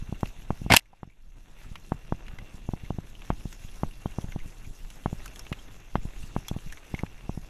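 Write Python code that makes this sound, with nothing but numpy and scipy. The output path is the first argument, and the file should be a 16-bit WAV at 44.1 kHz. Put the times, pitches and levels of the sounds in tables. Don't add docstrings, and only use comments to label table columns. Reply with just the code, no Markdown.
import sys
import numpy as np
from scipy import signal
from scipy.fft import rfft, irfft, next_fast_len
from scipy.io import wavfile
from scipy.ndimage import uniform_filter1d, minimum_filter1d, map_coordinates

SR = 44100
rng = np.random.default_rng(int(sys.argv[2]) if len(sys.argv) > 2 else 0)


def master(y):
    cut = np.clip(np.atleast_2d(y).T, -1, 1)
    pcm = np.round(cut * 32767)
    wavfile.write(sys.argv[1], SR, pcm.astype(np.int16))


N = 330309

# frequency_hz, density_db
RUMBLE_SPECTRUM = [(12, 1), (28, 4.5), (45, -3.5), (75, -16), (105, -12.5), (200, -20.5), (330, -28),
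                   (600, -42.5), (1500, -74)]
HEAVE_SPECTRUM = [(12, -0.5), (30, 0.5), (48, -10), (80, -25), (200, -43), (600, -77)]
DIRT_SPECTRUM = [(120, -19.5), (300, 3), (520, -0.5), (750, -0.5), (1150, -3.5), (1650, -3.5), (2350, -4.5),
                 (2740, -2.5), (3000, -9), (3500, -6), (4400, -20.5), (7000, -41.5)]
LEAF_SPECTRUM = [(1500, -19.5), (3000, -4.5), (3900, -1.5), (4800, -5), (5600, 1), (6300, 2), (7100, -1.5),
                 (8000, -5), (9200, -9.5), (10600, -3.5), (11800, -4), (13000, -12.5), (15000, -17.5)]
SCRAPE_SPECTRUM = [(60, -9.5), (110, 4), (220, -2.5), (480, -16.5), (790, 4.5), (1200, -9.5), (2100, -5.5),
                   (2800, -4.5), (3900, -10), (5000, -9), (6700, -18), (8600, -16), (9500, -24.5),
                   (10800, -17), (15000, -34)]
CRACK_SPECTRUM = [(400, -5.5), (1200, 0.5), (1900, 3.0), (2900, 2), (4500, -11.5), (7000, -22.0),
                  (14000, -32)]
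BUZZ_SPECTRUM = [(120, -8.5), (250, -1.5), (450, -15), (700, 2), (1300, -6.5), (2200, 8.5), (3100, 8.5),
                 (4500, 3.5), (8000, -10.5)]

# centre_s, level_db
RIDER_LURCHES = [(.25, -37), (1.27, -32), (3.34, -40), (4.41, -31.5), (5.99, -31.5), (6.2, -36), (6.7, -34)]
# time_s, roll_db, leaves_db
GROUND_LEVELS = [(0, -58, -64.5), (1.3, -58, -65), (1.8, -61, -65.5), (2.1, -59, -67), (2.3, -57, -67.5),
                 (2.5, -59.5, -66), (2.899, -59, -65.5), (3.45, -58.5, -61.5), (3.9, -58, -62),
                 (4.35, -58, -62), (4.7, -59.5, -61.5), (4.9, -60.5, -62.5), (5.23, -54, -58),
                 (5.46, -57, -62), (5.95, -58, -65), (6.389, -56.5, -62), (6.76, -57, -63),
                 (7.49, -59, -65.5)]
# centre_s, level_db
GRASS_TUFTS = [(.27, -61), (.62, -61.5), (3.54, -60.5), (4.95, -63.5), (6.22, -58), (7.35, -62.5)]
# start_s, level_db, pitch_hz, ring_over_crack_db
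TWIG_SNAPS = [(.207, -45.5, 2170, -13), (3.5266, -43, 6770, -12), (4.9022, -43, 2830, -8),
              (5.2579, -37.5, 1400, -3), (5.2784, -45, 2560, -5), (5.3585, -42.5, 3320, -5.5),
              (5.3922, -37.5, 5450, -5), (6.4827, -31.5, 3400, -2.5), (6.7231, -38.5, 1840, 1.5)]
# start_s, level_db, pitch_hz, ring_over_crack_db
CHAIN_SLAPS = [(.2567, -37, 2820, -10), (.804, -47.5, 2005, 3), (1.098, -46, 2240, 0),
               (1.7554, -34.5, 2110, -8), (2.2818, -39.5, 2710, -15.5), (2.386, -39, 2070, -12),
               (3.2196, -44.5, 2720, -7), (4.3218, -41, 2160, -7), (4.389, -47, 2750, -4.5),
               (5.4656, -41.5, 2770, -7), (5.5263, -28.5, 2620, -11), (6.772, -42.5, 2200, -2),
               (6.9463, -40, 2160, -2), (6.9906, -37, 2170, -1.5), (7.0633, -43.5, 2540, -14)]
# start_s, length_s, level_db, tilt_db_per_octave, pitch_hz
SCRAPE_SLIPS = [(0.699, .003, -32, -2.5, 1990), (.7022, .014, -16.5, -4.5, 2200),
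                (0.713, .0082, -19, -2, 1750), (0.721, .0045, -4.5, -1, 2220),
                (0.7253, .003, -10.5, -1, 2700), (.729, .009, -16.5, -0.5, 2150),
                (0.7369, 0.0017, -3.5, 2.5, 1700), (.739, 0.003, -2.5, -4, 800),
                (0.741, .031, -20.5, 1, 1700), (0.7451, .002, -6, .5, 1750), (.765, .0014, 1.5, 5.5, 2720),
                (0.7683, 0.0027, 5.5, 4, 2800), (.772, .025, -21.5, 4, 2800),
                (.931, 0.0087, -37, -8.5, 1000)]
# pitch_hz,
# width_hz, level_db
MOUNT_MODES = [(60, 260, -8), (154, 78.6, -9.5), (105, 11, -17), (370, 270, -31), (814, 395, -7.5),
               (1095, 110, -17.5), (3170, 250, -5.5), (4020, 460, -21.5)]
# time_s, force_db
MOUNT_KNOCKS = [(0.0252, -17), (0.0935, -17.5), (.1261, -7.5), (.2321, 0.5), (.5057, 0.4), (0.618, -14),
                (.6639, -7.5), (1.032, 2), (1.0758, -13.5), (1.9207, 0.5), (2.124, -0.5), (2.6902, -6.5),
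                (2.7365, -6.5), (2.8366, -19), (2.9059, -4), (2.9864, -8.5), (3.3037, 3), (3.456, -11),
                (3.8344, 0.9), (4.059, -3.5), (4.1862, -4.5), (4.2438, -13), (4.3618, -8.5), (5.0599, 1.5),
                (5.1296, -8.5), (5.5184, -8), (5.9556, 4.5), (6.0538, -12), (6.3646, 0.2), (6.514, -7),
                (6.5647, -9.5), (6.9417, -6.5), (7.0354, -4), (7.2948, -5.5), (7.376, -10)]


def amp(db):
    return 10 ** (np.asarray(db) / 20)


def unit(x):
    return x / np.sqrt(np.mean(x ** 2) + 1e-20)


def along(points, hz):
    frequencies, values = np.transpose(points)
    return np.interp(np.log(hz + 1), np.log(frequencies), values)


def wobble(rate):
    return map_coordinates(rng.standard_normal(int(N * rate / SR) + 4), [np.arange(N) * rate / SR])


def filtered(x, response):
    size = next_fast_len(2 * len(x))
    return irfft(rfft(x, size) * response(np.fft.rfftfreq(size, 1 / SR)), size)[:len(x)]


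def coloured(x, spectrum):
    return unit(filtered(x, lambda hz: amp(along(spectrum, hz))))


def resonance(f, centre, width):
    return 1j * f * width / (centre ** 2 - f ** 2 + 1j * f * width)


def add(track, start_s, sound):
    part = track[round(start_s * SR):][:len(sound)]
    part += sound[:len(part)]


def crackle(per_second, spread_db, share):
    snaps = (rng.random(N) < per_second / SR) * rng.standard_normal(N)
    snaps *= amp(spread_db * np.minimum(rng.exponential(size=N), 4))
    return np.sqrt(share) * unit(snaps) + np.sqrt(1 - share) * rng.standard_normal(N)


def patchy(x, depth_db):
    frames = signal.stft(x, nperseg=256)[2]
    patches = uniform_filter1d(rng.standard_normal(frames.shape), size=6, axis=0)
    patches = uniform_filter1d(patches, size=14, axis=1)
    return unit(signal.istft(frames * amp(depth_db * unit(patches)), nperseg=256)[1][:N])


def swells(events, half_width_s):
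    t = np.arange(N) / SR
    return sum(amp(db) ** 2 * np.exp(-((t - s) / half_width_s) ** 2) for s, db in events)


def sway(steady_db, jolt_db, jolt_decay_s):
    jolt_power, t = np.zeros(N), np.arange(SR // 2) / SR
    for s, db in MOUNT_KNOCKS:
        add(jolt_power, s, (amp(db + jolt_db) * np.exp(-t / jolt_decay_s)) ** 2)
    lumps_db = 3.2 * wobble(25)
    envelope = np.sqrt(amp(steady_db) ** 2 + jolt_power) * amp(lumps_db)
    rumble = envelope * coloured(rng.standard_normal(N), RUMBLE_SPECTRUM)
    lurches = np.sqrt(swells(RIDER_LURCHES, half_width_s=.044))
    return rumble + lurches * coloured(rng.standard_normal(N), HEAVE_SPECTRUM)


def tyres(roll_db, leaves_db, case_db):
    times, *levels = np.transpose(GROUND_LEVELS)
    roll, leaves = [np.interp(np.arange(N) / SR, times, db) for db in levels]
    bumps_db = .8 * wobble(23)
    swish_db = 1.3 * wobble(22)
    grit = coloured(crackle(per_second=330, spread_db=1.5, share=.37), DIRT_SPECTRUM)
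    grit = patchy(grit, depth_db=2)
    grit = filtered(grit, lambda f: 1 + amp(case_db) * resonance(f, 2740, 110))
    dirt = amp(roll + roll_db + bumps_db + .8 * wobble(77)) * grit
    crunch = coloured(crackle(per_second=1200, spread_db=3, share=.35), LEAF_SPECTRUM)
    crunch = patchy(crunch, depth_db=2.5)
    foliage = np.sqrt(amp(leaves + leaves_db) ** 2 + swells(GRASS_TUFTS, half_width_s=.05))
    return dirt + foliage * amp(bumps_db + swish_db + .7 * wobble(120)) * crunch


def stray_ticks(per_second, level_db, spread_db, pitch_hz, spread_octaves, ring_db):
    draws = rng.random((round(per_second * N / SR), 3))
    return [(when * N / SR, level_db + spread_db * (size - .5),
             pitch_hz * 2 ** (spread_octaves * (pitch - .5)), ring_db) for when, size, pitch in draws]


def clicks(events, gain_db, treble_db, rise_s, crack_t60_s, ring_t60_s):
    out, t = np.zeros(N), np.arange(SR // 8) / SR
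    attack = 1 - np.exp(-t / rise_s)
    for s, db, pitch_hz, ring_db in events:
        ring, body, treble = rng.standard_normal((3, len(t)))
        ring = unit(filtered(ring, lambda f: np.abs(resonance(f, pitch_hz, width=380)) ** 2))
        ring *= amp(ring_db - 60 * t / ring_t60_s)
        crack = unit(coloured(body, CRACK_SPECTRUM) + amp(treble_db) * coloured(treble, LEAF_SPECTRUM))
        crack *= amp(-60 * t / crack_t60_s)
        add(out, s, amp(db + gain_db) * attack * (crack + ring))
    return out


def scrape(rise_s, release_s, sag_db, grit_db, ring_db, ring_width_hz):
    out, t = np.zeros(N), np.arange(SR // 16) / SR
    for s, length_s, db, tilt, pitch_hz in SCRAPE_SLIPS:
        grit = rng.standard_normal(len(t))
        grit *= amp(grit_db * unit(uniform_filter1d(rng.standard_normal(len(t)), size=36)))
        sag = amp(-sag_db * np.minimum(t / length_s, 1))
        release = np.exp(-np.maximum(t - length_s, 0) / release_s)
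        push = (1 - np.exp(-t / rise_s)) * sag * release
        rub = filtered(grit, lambda f: amp(along(SCRAPE_SPECTRUM, f) + tilt * np.log2(np.maximum(f, 500))))
        ring = filtered(grit, lambda f: np.abs(resonance(f, pitch_hz, ring_width_hz)) ** 2)
        ring_gain = amp(ring_db + .21 * db)
        burst = unit(push * rub) + ring_gain * unit(push * ring)
        add(out, s, amp(db) * burst * np.sqrt(length_s * SR / np.sum(burst ** 2)))
    return out


def mount(gain_db, buzz_db, buzz_t60_s, rebound_s, rebound_db, nudges_per_s, nudge_db):
    force, buzz = np.zeros(N), np.zeros(N)
    t = np.arange(SR // 8) / SR
    lead_s = .02
    contact_ms, softest_ms = .25, 1.5
    hardening = .78
    rebounds = [(s + rebound_s * (.5 + rng.random()), db + rebound_db) for s, db in MOUNT_KNOCKS]
    nudges = [(s, nudge_db) for s in rng.uniform(lead_s, N / SR, round(nudges_per_s * N / SR))]
    for s, db in MOUNT_KNOCKS + rebounds + nudges:
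        half_width_ms = min(contact_ms / amp(db) ** hardening, softest_ms)
        push = -amp(db) / (1 + ((t - lead_s) * 1000 / half_width_ms) ** 2)
        chatter = coloured(rng.standard_normal(len(t)), BUZZ_SPECTRUM) * amp(-60 * t / buzz_t60_s)
        add(force, s - lead_s, push)
        add(buzz, s - lead_s, signal.fftconvolve(push, chatter / np.linalg.norm(chatter)))
    knock = filtered(force, lambda f: sum(amp(db) * resonance(f, hz, width)
                                          for hz, width, db in MOUNT_MODES))
    return amp(gain_db) * knock + amp(buzz_db) * buzz


def scene():
    knocks = mount(gain_db=-.45, buzz_db=-24.5, buzz_t60_s=.049, rebound_s=.018, rebound_db=-21.5,
                   nudges_per_s=2, nudge_db=-22)
    rub = scrape(rise_s=.00032, release_s=.00076, sag_db=6, grit_db=3.5, ring_db=-3, ring_width_hz=160)
    rumble = sway(steady_db=-43, jolt_db=-41, jolt_decay_s=.1)
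    trail = tyres(roll_db=.5, leaves_db=1.4, case_db=-2)
    chain = clicks(CHAIN_SLAPS, gain_db=3, treble_db=-17.5, rise_s=.00063,
                   crack_t60_s=.021, ring_t60_s=.045)
    twigs = clicks(TWIG_SNAPS, gain_db=2, treble_db=3, rise_s=.00047, crack_t60_s=.024, ring_t60_s=.042)
    strays = stray_ticks(per_second=3.6, level_db=-47.5, spread_db=4.5, pitch_hz=2550,
                         spread_octaves=.8, ring_db=-4.5)
    ticks = clicks(strays, gain_db=1.5, treble_db=-6.5, rise_s=.001, crack_t60_s=.015, ring_t60_s=.057)
    return (rumble + trail + ticks + twigs + chain + rub + knocks)[None]


def gain_control(x, limit_db, hold_s, recover_db_per_s):
    level_db = 10 * np.log10(np.abs(uniform_filter1d(x ** 2, size=110)) + 1e-12)
    half_hold = int(hold_s * SR) // 2
    cut_db = -minimum_filter1d(np.minimum(limit_db - level_db, 0), 2 * half_hold + 1, origin=half_hold)
    climb_db = recover_db_per_s * np.arange(N) / SR
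    return x * amp(climb_db - np.maximum.accumulate(cut_db + climb_db))


def record(dry):
    ducked = gain_control(dry[0], limit_db=-8.5, hold_s=.4, recover_db_per_s=29.5)
    clipped = ducked / (1 + ducked ** 6) ** (1 / 6)
    top_hz = 15350
    return filtered(clipped, lambda hz: 1 / (1 + (hz / top_hz) ** 120))[None]


dry = scene()
out = record(dry)
master(out)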